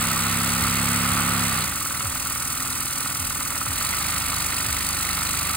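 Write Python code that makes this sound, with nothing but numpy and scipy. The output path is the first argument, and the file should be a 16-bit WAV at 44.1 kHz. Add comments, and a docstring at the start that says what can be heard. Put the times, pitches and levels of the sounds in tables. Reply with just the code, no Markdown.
"""A carpeted room, a phone's two microphones close to a toy piston engine of plastic bricks that runs on a
vacuum cleaner's suction. A hand on the throttle takes it from fast to slow and part of the way back.
On every turn the valve lets in two hissing puffs, air rushes through the hollow bricks and rings them,
the air column thrums and the loose crank knocks. Now and then the bricks clack or tick;
dull thuds, the rumble of the hose and the cleaner's faint hum lie underneath."""
import sys
import numpy as np
from scipy import signal
from scipy.fft import rfft, irfft
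from scipy.io import wavfile
from scipy.ndimage import uniform_filter1d

SR = 44100
rng = np.random.default_rng(int(sys.argv[2]) if len(sys.argv) > 2 else 0)


def transcribe(u):
    """Save the signal u as a 16-bit wav file named by the first command-line argument.

    u: samples, shape (n,) or (channels, n), limited to [-1, 1]; the rate is SR.
    q: integer samples, one column per channel.
    """
    v = np.clip(np.atleast_2d(u).T, -1, 1)
    q = np.round(v * 32767).astype(np.int16)
    wavfile.write(sys.argv[1], SR, q)


N = 245195
TIME = np.arange(N) / SR
FREQ = np.arange(N // 2 + 1) * SR / N


def undb(db):
    """Decibels to gain."""
    return 10 ** (np.asarray(db) / 20)


def unit(x):
    """Scale to rms 1."""
    return x / np.sqrt(np.mean(x ** 2))


def in_time(table):
    """The columns of a curve table, one value a sample."""
    times, *columns = np.transpose(table)
    return [np.interp(TIME, times, column) for column in columns]


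def in_frequency(table):
    """The columns of a spectrum table, one value a frequency bin."""
    hz, *columns = np.transpose(table)
    return [np.interp(np.log(FREQ + 1e-9), np.log(hz), column) for column in columns]


def colour(x, table):
    """Shape a sound by a spectrum table, at rms 1."""
    return unit(irfft(rfft(x) * undb(in_frequency(table)[0]), N))


def noise(spread):
    """Noise at both microphones: a common part and a part that each hears alone."""
    return unit(rng.standard_normal(N) + spread * rng.standard_normal((2, N)))


def wander(rate_hz):
    """A random curve of spread near 1 that changes course rate_hz times a second."""
    knots = rng.standard_normal(N // 8)
    return 1.397 * np.interp(TIME * rate_hz, np.arange(len(knots)), knots)


def openings(turn, table):
    """Air flow that swells at set places of each turn."""
    return sum(undb(db) * np.exp(-.5 * (((turn - place + .5) % 1 - .5) / width) ** 2)
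               for place, width, db in table)


def pressure_wave(turn, harmonics, place, smear):
    """The pressure swing of each turn, at rms 1; higher harmonics arrive later down the duct."""
    return unit(sum(undb(db) * np.sin(2 * np.pi * multiple * (place - turn) + smear * (multiple - 1) ** 2)
                    for multiple, db in harmonics))


# Harmonics of the air column at slow, half and fast running: shaft_multiple, relative_db
THRUM_SLOW = [(1, -32.5), (2, -12.5), (3, -0.5), (4, 4.5), (5, -2.5), (6, 4), (7, 2), (8, -15.5), (9, -5.5),
              (10, -2.5), (11, -30), (12, -17.5), (13, 1), (14, -31.5), (15, -7.5), (16, -9.5)]
THRUM_HALF = [(1, -36.5), (2, -3.5), (3, 5), (4, -0.5), (5, -2.5), (6, -6), (7, -1.5), (8, -10), (9, -14),
              (10, -11.5), (11, -5), (12, -38.5), (13, -12.5), (14, -46.5), (15, -17.5)]
THRUM_FAST = [(1, -10.5), (2, 6.5), (3, 13.5), (4, 4), (5, 14.5), (6, -20.5), (7, 13.5), (8, -36.5),
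              (9, -0.5), (10, -5.5), (11, -7), (12, -20), (13, -4), (14, -16), (15, -7.5), (16, -35),
              (17, -35.5), (18, -50), (19, -18)]

def thrum(turn, speed):
    """The piston pumps the air column; the shape of the stroke changes with the shaft speed."""
    slow = undb(4) * pressure_wave(turn, THRUM_SLOW, place=.0422, smear=.3)
    half = undb(3.5) * pressure_wave(turn, THRUM_HALF, place=.55, smear=.35)
    fast = undb(2) * pressure_wave(turn, THRUM_FAST, place=.1926, smear=0)
    fades = [np.interp(speed, (20, 25.3, 28), corner) for corner in np.eye(3)]
    return sum(fade * wave for fade, wave in zip(fades, (slow, half, fast)))


# Resonances of the brick housing: pitch_hz, width_hz, relative_db
HOUSING_MODES = [(940, 100, -9.5), (1205, 62, 4), (1314, 76, 8), (1420, 50, 3.5), (1770, 160, -15),
                 (1950, 180, -6), (2110, 110, -5), (2480, 200, -9.5)]

def strike_housing(times, sizes, chatter_db, chatter_s):
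    """Blows ring the housing, each in its own mix and pitch, with a weaker chatter of bricks behind."""
    contact_s, mix_scatter_db, pitch_scatter = .0003, 2.8, .016
    age = TIME[:SR // 25]
    hz, width, db = np.transpose(HOUSING_MODES)
    envelopes = (1 - np.exp(-age / contact_s)) * np.exp(-np.pi * width[:, None] * age)
    rings = envelopes * np.sin(2 * np.pi * hz[:, None] * age)
    shares = undb(db) * width / np.sum(undb(db) * width)
    chance = np.clip(rng.standard_normal((len(times), len(hz) + 1)), -2, 2)
    detunes = 1 + pitch_scatter * chance[:, 0]
    mixes = shares * undb(mix_scatter_db * chance[:, 1:])
    starts = (times * SR).astype(int)
    blows = np.zeros(N + len(age))
    for start, detune, blow in zip(starts, detunes, sizes[:, None] * mixes @ rings):
        blows[start:start + len(age)] += np.interp(age * detune, age, blow)
    impulses = np.bincount(starts, sizes, N)[:N]
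    tail = np.exp(-age / chatter_s)
    chatter = signal.fftconvolve(impulses, tail / np.linalg.norm(tail))[:N] * noise(spread=1)
    return blows[:N] + undb(chatter_db) * signal.fftconvolve(chatter, (shares @ rings)[None])[:, :N]


# Where crank and piston take up their play in each turn: place_turns, relative_db, scatter_turns
CRANK_PLAY = [(.03, -7, .05), (.27, -8, .05), (.565, 0, .008), (.66, -9.5, .025), (.765, -7, .03)]

def crank_knocks(turn, speed):
    """Loose joints cross their play just after the load turns, knock and sometimes bounce."""
    crossing_s, scatter_db = .0035, 1.5
    bounce_chance, bounce_db, slow_flight_s = .3, -5, (.003, .011)
    place, db, scatter = np.tile(CRANK_PLAY, (int(turn[-1]) + 1, 1)).T
    timing, strength = rng.standard_normal((len(place), 2)).T
    bounce, flight = rng.random((len(place), 2)).T
    knock_turns = np.arange(len(place)) // len(CRANK_PLAY) + place + scatter * timing
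    slowness = speed.min() / np.interp(knock_turns, turn, speed)
    # at speed the lesser knocks catch up and the bounces shorten
    sizes = undb(db * slowness + scatter_db * np.clip(strength, -2, 1.3))
    sizes *= (knock_turns > turn[0]) & (knock_turns < turn[-1])
    times = np.interp(knock_turns, turn, TIME) + crossing_s
    times = np.append(times, times + slowness * np.interp(flight, (0, 1), slow_flight_s))
    sizes = np.append(sizes, sizes * undb(bounce_db) * (bounce < bounce_chance))
    # a hard clack takes the place of the ordinary knock
    to_clack_s = np.abs(times[:, None] - np.array(HARD_CLACKS)[:, 0]).min(axis=1)
    heard = (times < TIME[-1]) & (to_clack_s > slow_flight_s[0] + crossing_s)
    knocks = strike_housing(times[heard], sizes[heard], chatter_db=-9.5, chatter_s=.006)
    return unit(knocks * (speed.min() / speed) ** 1.206)  # faster blows share the same power


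# Air drawn through the cylinder in each turn: place_turns, width_turns, relative_db
AIR_STROKES = [(-.01, 0.098, -7.5), (.43, 0.1146, -5.5), (.72, 0.076, -6)]
# Colour of the rush, close to the body: frequency_hz, relative_db
RUSH_COLOUR = [(30, -1.5), (150, 2), (300, -8), (450, -8.5), (700, -2.5), (1000, 3), (1300, 2.5),
               (1600, -2), (1830, 5.5), (2250, 2.5), (2550, 2), (2950, -1), (4400, -4), (6000, -18),
               (12000, -25.5)]

def air_rush(turn, speed):
    """Each stroke drags turbulent air through the hollow body; at full speed the strokes run together."""
    scatter_db, grain_db = 1.2, 1
    steady = .372 + 1.19 * np.clip((speed - 26) / 8, 0, 1)
    strokes = openings(turn, AIR_STROKES) * undb(scatter_db * wander(100))
    flow = np.hypot(steady, strokes) / np.hypot(steady, .65) * undb(grain_db * wander(700))
    return colour(noise(spread=.583) * flow, RUSH_COLOUR)


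def cavity(air, pitch_hz, width_hz):
    """A small hollow rung by a burst of air, at rms 1."""
    return unit(signal.lfilter(*signal.iirpeak(pitch_hz, pitch_hz / width_hz, fs=SR), air))


# Hollows rung in each turn: place_turns, width_turns, pitch_hz, width_hz, relative_db
BRICK_CAVITIES = [(0.4826, 0.0285, 2045, 300, -0.5), (0.862, 0.0275, 2507, 300, -4),
                  (0.467, 0.11, 4012, 160, -4.5), (0.567, 0.136, 4490, 106, -1.5),
                  (0.942, 0.063, 4029, 225, -1.5), (1, 0.068, 5000, 182, -3.5),
                  (0.3396, 0.033, 4440, 870, -7.5)]

def cavity_rings(turn):
    """Each snap of the valve sends a short burst of air into the hollow bricks, some harder than others."""
    scatter_db = 2
    rings = 0
    for place, width, pitch_hz, width_hz, db in BRICK_CAVITIES:
        burst = noise(spread=.065) * openings(turn, [(place, width, 0)]) * undb(scatter_db * wander(40))
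        rings += undb(db) * cavity(burst, pitch_hz, width_hz)
    return rings


# Valve openings in each turn: place_turns, width_turns, relative_db
VALVE_OPENINGS = [(0.0394, 0.077, 1), (0.929, 0.0305, -3.5), (0.5256, 0.0536, 2.5), (0.438, 0.0238, -6),
                  (0.773, 0.148, -6)]
# Colour of the hiss, close to the valve: frequency_hz, relative_db
HISS_COLOUR = [(1500, -30), (3400, -14), (4200, -8), (4900, -5.5), (5300, -6), (5700, -2.5), (6400, -2),
               (6900, -3.5), (7400, -1.5), (8200, 1), (8600, -1), (9000, .5), (9900, -2), (10900, 1.3),
               (12000, -2.5), (14000, -2.3), (15700, -4)]
# Edge tones of the valve slot: loudest_at_turns_per_s, pitch_hz, width_hz, relative_db
EDGE_TONES = [(34, 8170, 420, -12), (20, 9000, 450, -14)]

def valve_hiss(turn, speed):
    """Air whistles through the valve twice a turn, spits once between, and always leaks past the bricks."""
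    leak, scatter_db, grain_db = .595, 1.1, .49
    puffs = openings(turn, VALVE_OPENINGS) * undb(scatter_db * wander(110))
    flow = np.hypot(leak, puffs) * undb(grain_db * wander(1700))
    hiss = colour(noise(spread=.25) * flow, HISS_COLOUR)
    for loudest_at, pitch_hz, width_hz, db in EDGE_TONES:
        jet = noise(spread=.42) * flow ** 2
        whistle = unit(irfft(rfft(jet) / (1 + 2j * (FREQ - pitch_hz) / width_hz) ** 2, N))
        hiss += undb(db) * whistle * np.exp(-((speed - loudest_at) / 7) ** 2)
    spit = noise(spread=.067) * openings(turn, [(.21, .02, 0)]) * undb(2 * scatter_db * wander(30))
    return hiss + undb(-17.5) * cavity(spit, pitch_hz=8800, width_hz=1800)


# Colour of the suction in the hose: frequency_hz, relative_db
HOSE_COLOUR = [(20, -38), (45, -19), (75, -10), (120, -4), (190, -6), (260, -1), (340, -10), (450, -17),
               (700, -21), (1500, -32)]
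# The cleaner's motor, heard from further off: time_s, level_db
MOTOR_LEVEL = [(0, -55), (.62, -50), (.9, -57), (1.6, -53), (1.84, -57), (2.0, -50), (2.3, -53.5),
               (2.6, -66), (2.88, -61), (2.97, -51), (3.07, -62), (3.55, -55), (3.8, -60), (4.35, -60),
               (4.45, -53), (4.6, -59), (5.56, -58)]

def vacuum_cleaner(thrum_db):
    """Suction rumbles in the hose, more when the engine pumps hard; the motor's hum wavers."""
    motor_hz, waver_db = 553, 2.5
    rumble_db = -43 + .293 * (thrum_db - thrum_db.mean())
    rumble = colour(noise(spread=.053), HOSE_COLOUR) * undb(rumble_db)
    hum = np.sqrt(2) * np.sin(2 * np.pi * np.cumsum(motor_hz + 3 * wander(20)) / SR)
    return rumble + hum * undb(in_time(MOTOR_LEVEL)[0] + waver_db * wander(22))


# Dull thuds under the engine's noise: start_s, level_db, start_pitch_hz, sag_s
SOFT_BUMPS = [(.585, -28, 125, .07), (1.09, -26.5, 125, .06), (2.04, -28, 132, .075),
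              (3.185, -27, 128, .065), (3.672, -26.5, 128, .065), (3.95, -35, 80, .3), (4.09, -35, 78, .3),
              (4.27, -33, 65, .07), (4.67, -26, 125, .075)]

def thuds(end_hz, rise_s, decay_s):
    """Soft bumps on the engine and its hose: each sags in pitch and trails off unevenly."""
    bumps = np.zeros(N)
    for start_s, db, start_hz, sag_s in SOFT_BUMPS:
        age = np.maximum(TIME - start_s, 0)
        cycles = end_hz * age + (start_hz - end_hz) * sag_s * (1 - np.exp(-age / sag_s))
        envelope = (1 - np.exp(-age / rise_s)) * np.exp(-age / decay_s)
        bumps += undb(db) * envelope * np.sin(2 * np.pi * cycles + .6 * wander(60))
    return bumps * undb(1.3 * wander(66))


# The hardest blows of the bricks, close up: start_s, level_db
HARD_CLACKS = [(.702, -15), (.7315, -15), (.7365, -14), (.7595, -13), (1.6118, -12), (2.206, -17),
               (2.458, -17), (2.469, -16), (2.5085, -17), (2.541, -19), (2.559, -17), (2.6095, -15.5),
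               (2.6605, -17), (2.7605, -16), (2.8675, -16.5), (2.9135, -17), (2.963, -16), (3.0115, -15),
               (3.069, -16), (3.1065, -18), (3.1105, -14), (3.1165, -18), (3.2553, -17), (3.766, -17),
               (3.854, -15), (3.9035, -18), (4.248, -18), (4.2565, -16), (4.266, -15), (4.2895, -18),
               (4.507, -15), (4.532, -15.5), (4.654, -15), (4.813, -17), (4.854, -17), (5.137, -17),
               (5.185, -17), (5.259, -16), (5.298, -17), (5.378, -18)]

def clacks():
    """Now and then a joint hits the housing harder."""
    start_s, db = np.transpose(HARD_CLACKS)
    return strike_housing(start_s, undb(db), chatter_db=-16, chatter_s=.004)


# Sharp ticks of plastic on plastic, close up: start_s, relative_db
BRICK_TICKS = [(2.5024, -21), (2.9615, -20), (3.006, -16), (3.0125, -22), (4.1792, -17), (4.665, -14),
               (4.868, -17), (4.8888, -11), (4.9715, -17), (5.429, -14)]

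def ticks(decay_s):
    """Brick edges snap against each other in tiny bursts as bright as the hiss."""
    bursts = sum(undb(db) * (TIME >= start_s) * np.exp(-np.abs(TIME - start_s) / decay_s)
                 for start_s, db in BRICK_TICKS)
    return undb(-3.5) * colour(noise(spread=.2), HISS_COLOUR) * bursts


def throttle(speed, flywheel_lag_s):
    """The speed the suction drives toward: above the shaft's while it gains, below while it coasts."""
    acceleration = uniform_filter1d(np.gradient(speed) * SR, size=SR // 10)
    return speed + flywheel_lag_s * acceleration


def gain_at(speed, levels_db):
    """A part's gain between its levels at slow, half and full throttle (20, 25 and 34.5 turns a second)."""
    return undb(np.interp(speed, (20, 25, 34.5), levels_db))


# The crankshaft under the hand's throttle: time_s, speed_turns_per_s
SHAFT_SPEED = [(0.0, 32.527), (0.35, 33.543), (1.24, 34.798), (1.44, 34.24), (1.58, 31.393), (1.79, 21.231),
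               (2.02, 19.867), (2.8, 19.835), (2.89, 19.402), (3.06, 21.435), (3.21, 19.701), (3.7, 19.409),
               (3.94, 26.031), (4.32, 24.732), (5.32, 24.827), (5.56, 25.214)]
# Spells in which the loose crank rattles harder: centre_s, half_length_s, extra_db
RATTLE_SPELLS = [(0.745, 0.06, 3.5), (.92, .04, 2), (1.22, .1, 3), (1.58, .06, 2), (2.5, .12, 1.5),
                 (3.11, 0.036, 2), (4.2, .12, 1.5), (5.25, .15, 1.5)]

def scene():
    """One crankshaft times the engine; air noise follows the throttle, thrum and knocks the shaft."""
    speed, = in_time(SHAFT_SPEED)
    turn = np.cumsum(speed) / SR + .19
    drive = throttle(speed, flywheel_lag_s=.0906)
    resonance_db = 3 * np.exp(-((speed - 34.3) / .79) ** 2)  # the air column resonates near full speed
    thrum_db = np.interp(speed, (20, 25, 31.5), (-43.8, -38.8, -32.3)) + resonance_db
    rattle_db = sum(db * np.exp(-((TIME - centre_s) / half_s) ** 2)
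                    for centre_s, half_s, db in RATTLE_SPELLS)
    return (undb(thrum_db) * thrum(turn, speed)
            + gain_at(speed, levels_db=(-36, -35.4, -30.2)) * undb(rattle_db) * crank_knocks(turn, speed)
            + gain_at(drive, levels_db=(-34.5, -31, -30)) * air_rush(turn, speed)
            + gain_at(drive, levels_db=(-48.5, -40.5, -42.5)) * cavity_rings(turn)
            + gain_at(drive, levels_db=(-27.3, -26.1, -25)) * valve_hiss(turn, speed)
            + vacuum_cleaner(thrum_db)
            + thuds(end_hz=27.9, rise_s=.0052, decay_s=.0684)
            + clacks()
            + ticks(decay_s=.0018))


# The phone's two microphones, close to the engine: frequency_hz, left_minus_right_db, left_lead_rad
MICROPHONE_PAIR = [(100, -1.7, 0), (350, -1.2, -.1), (600, -3.4, -.7), (930, -9, -.6), (1120, -4, .4),
                   (1450, .3, -.3), (1800, -6.5, 1.4), (2600, -4, .8), (3200, -5.5, 1.6), (4300, -.6, 1.2),
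                   (4950, -.5, 1.8), (5400, 0, 3.05), (5900, 0, 3.25), (6400, 0, 4.2), (7800, 0, 5.6),
                   (9600, 0, 6.8), (10800, 0, 8.1), (11400, 0, 9.3), (12500, 0, 9.55), (13400, 0, 11.1),
                   (16000, 0, 12.6)]

def record(dry):
    """Each microphone hears the near engine at its own level and phase; the top is cut at 15.7 kHz."""
    balance_db, lead = in_frequency(MICROPHONE_PAIR)
    gains = undb(np.array([balance_db, -balance_db]) / 2)
    gains /= np.sqrt(np.mean(gains ** 2, axis=0))
    phases = np.exp(-1j * np.array([np.zeros_like(lead), lead]))
    heard = irfft(rfft(dry) * gains * phases, N)
    return signal.sosfilt(signal.ellip(10, .2, 80, 15700, fs=SR, output="sos"), heard)


dry = scene()
out = record(dry)
transcribe(out)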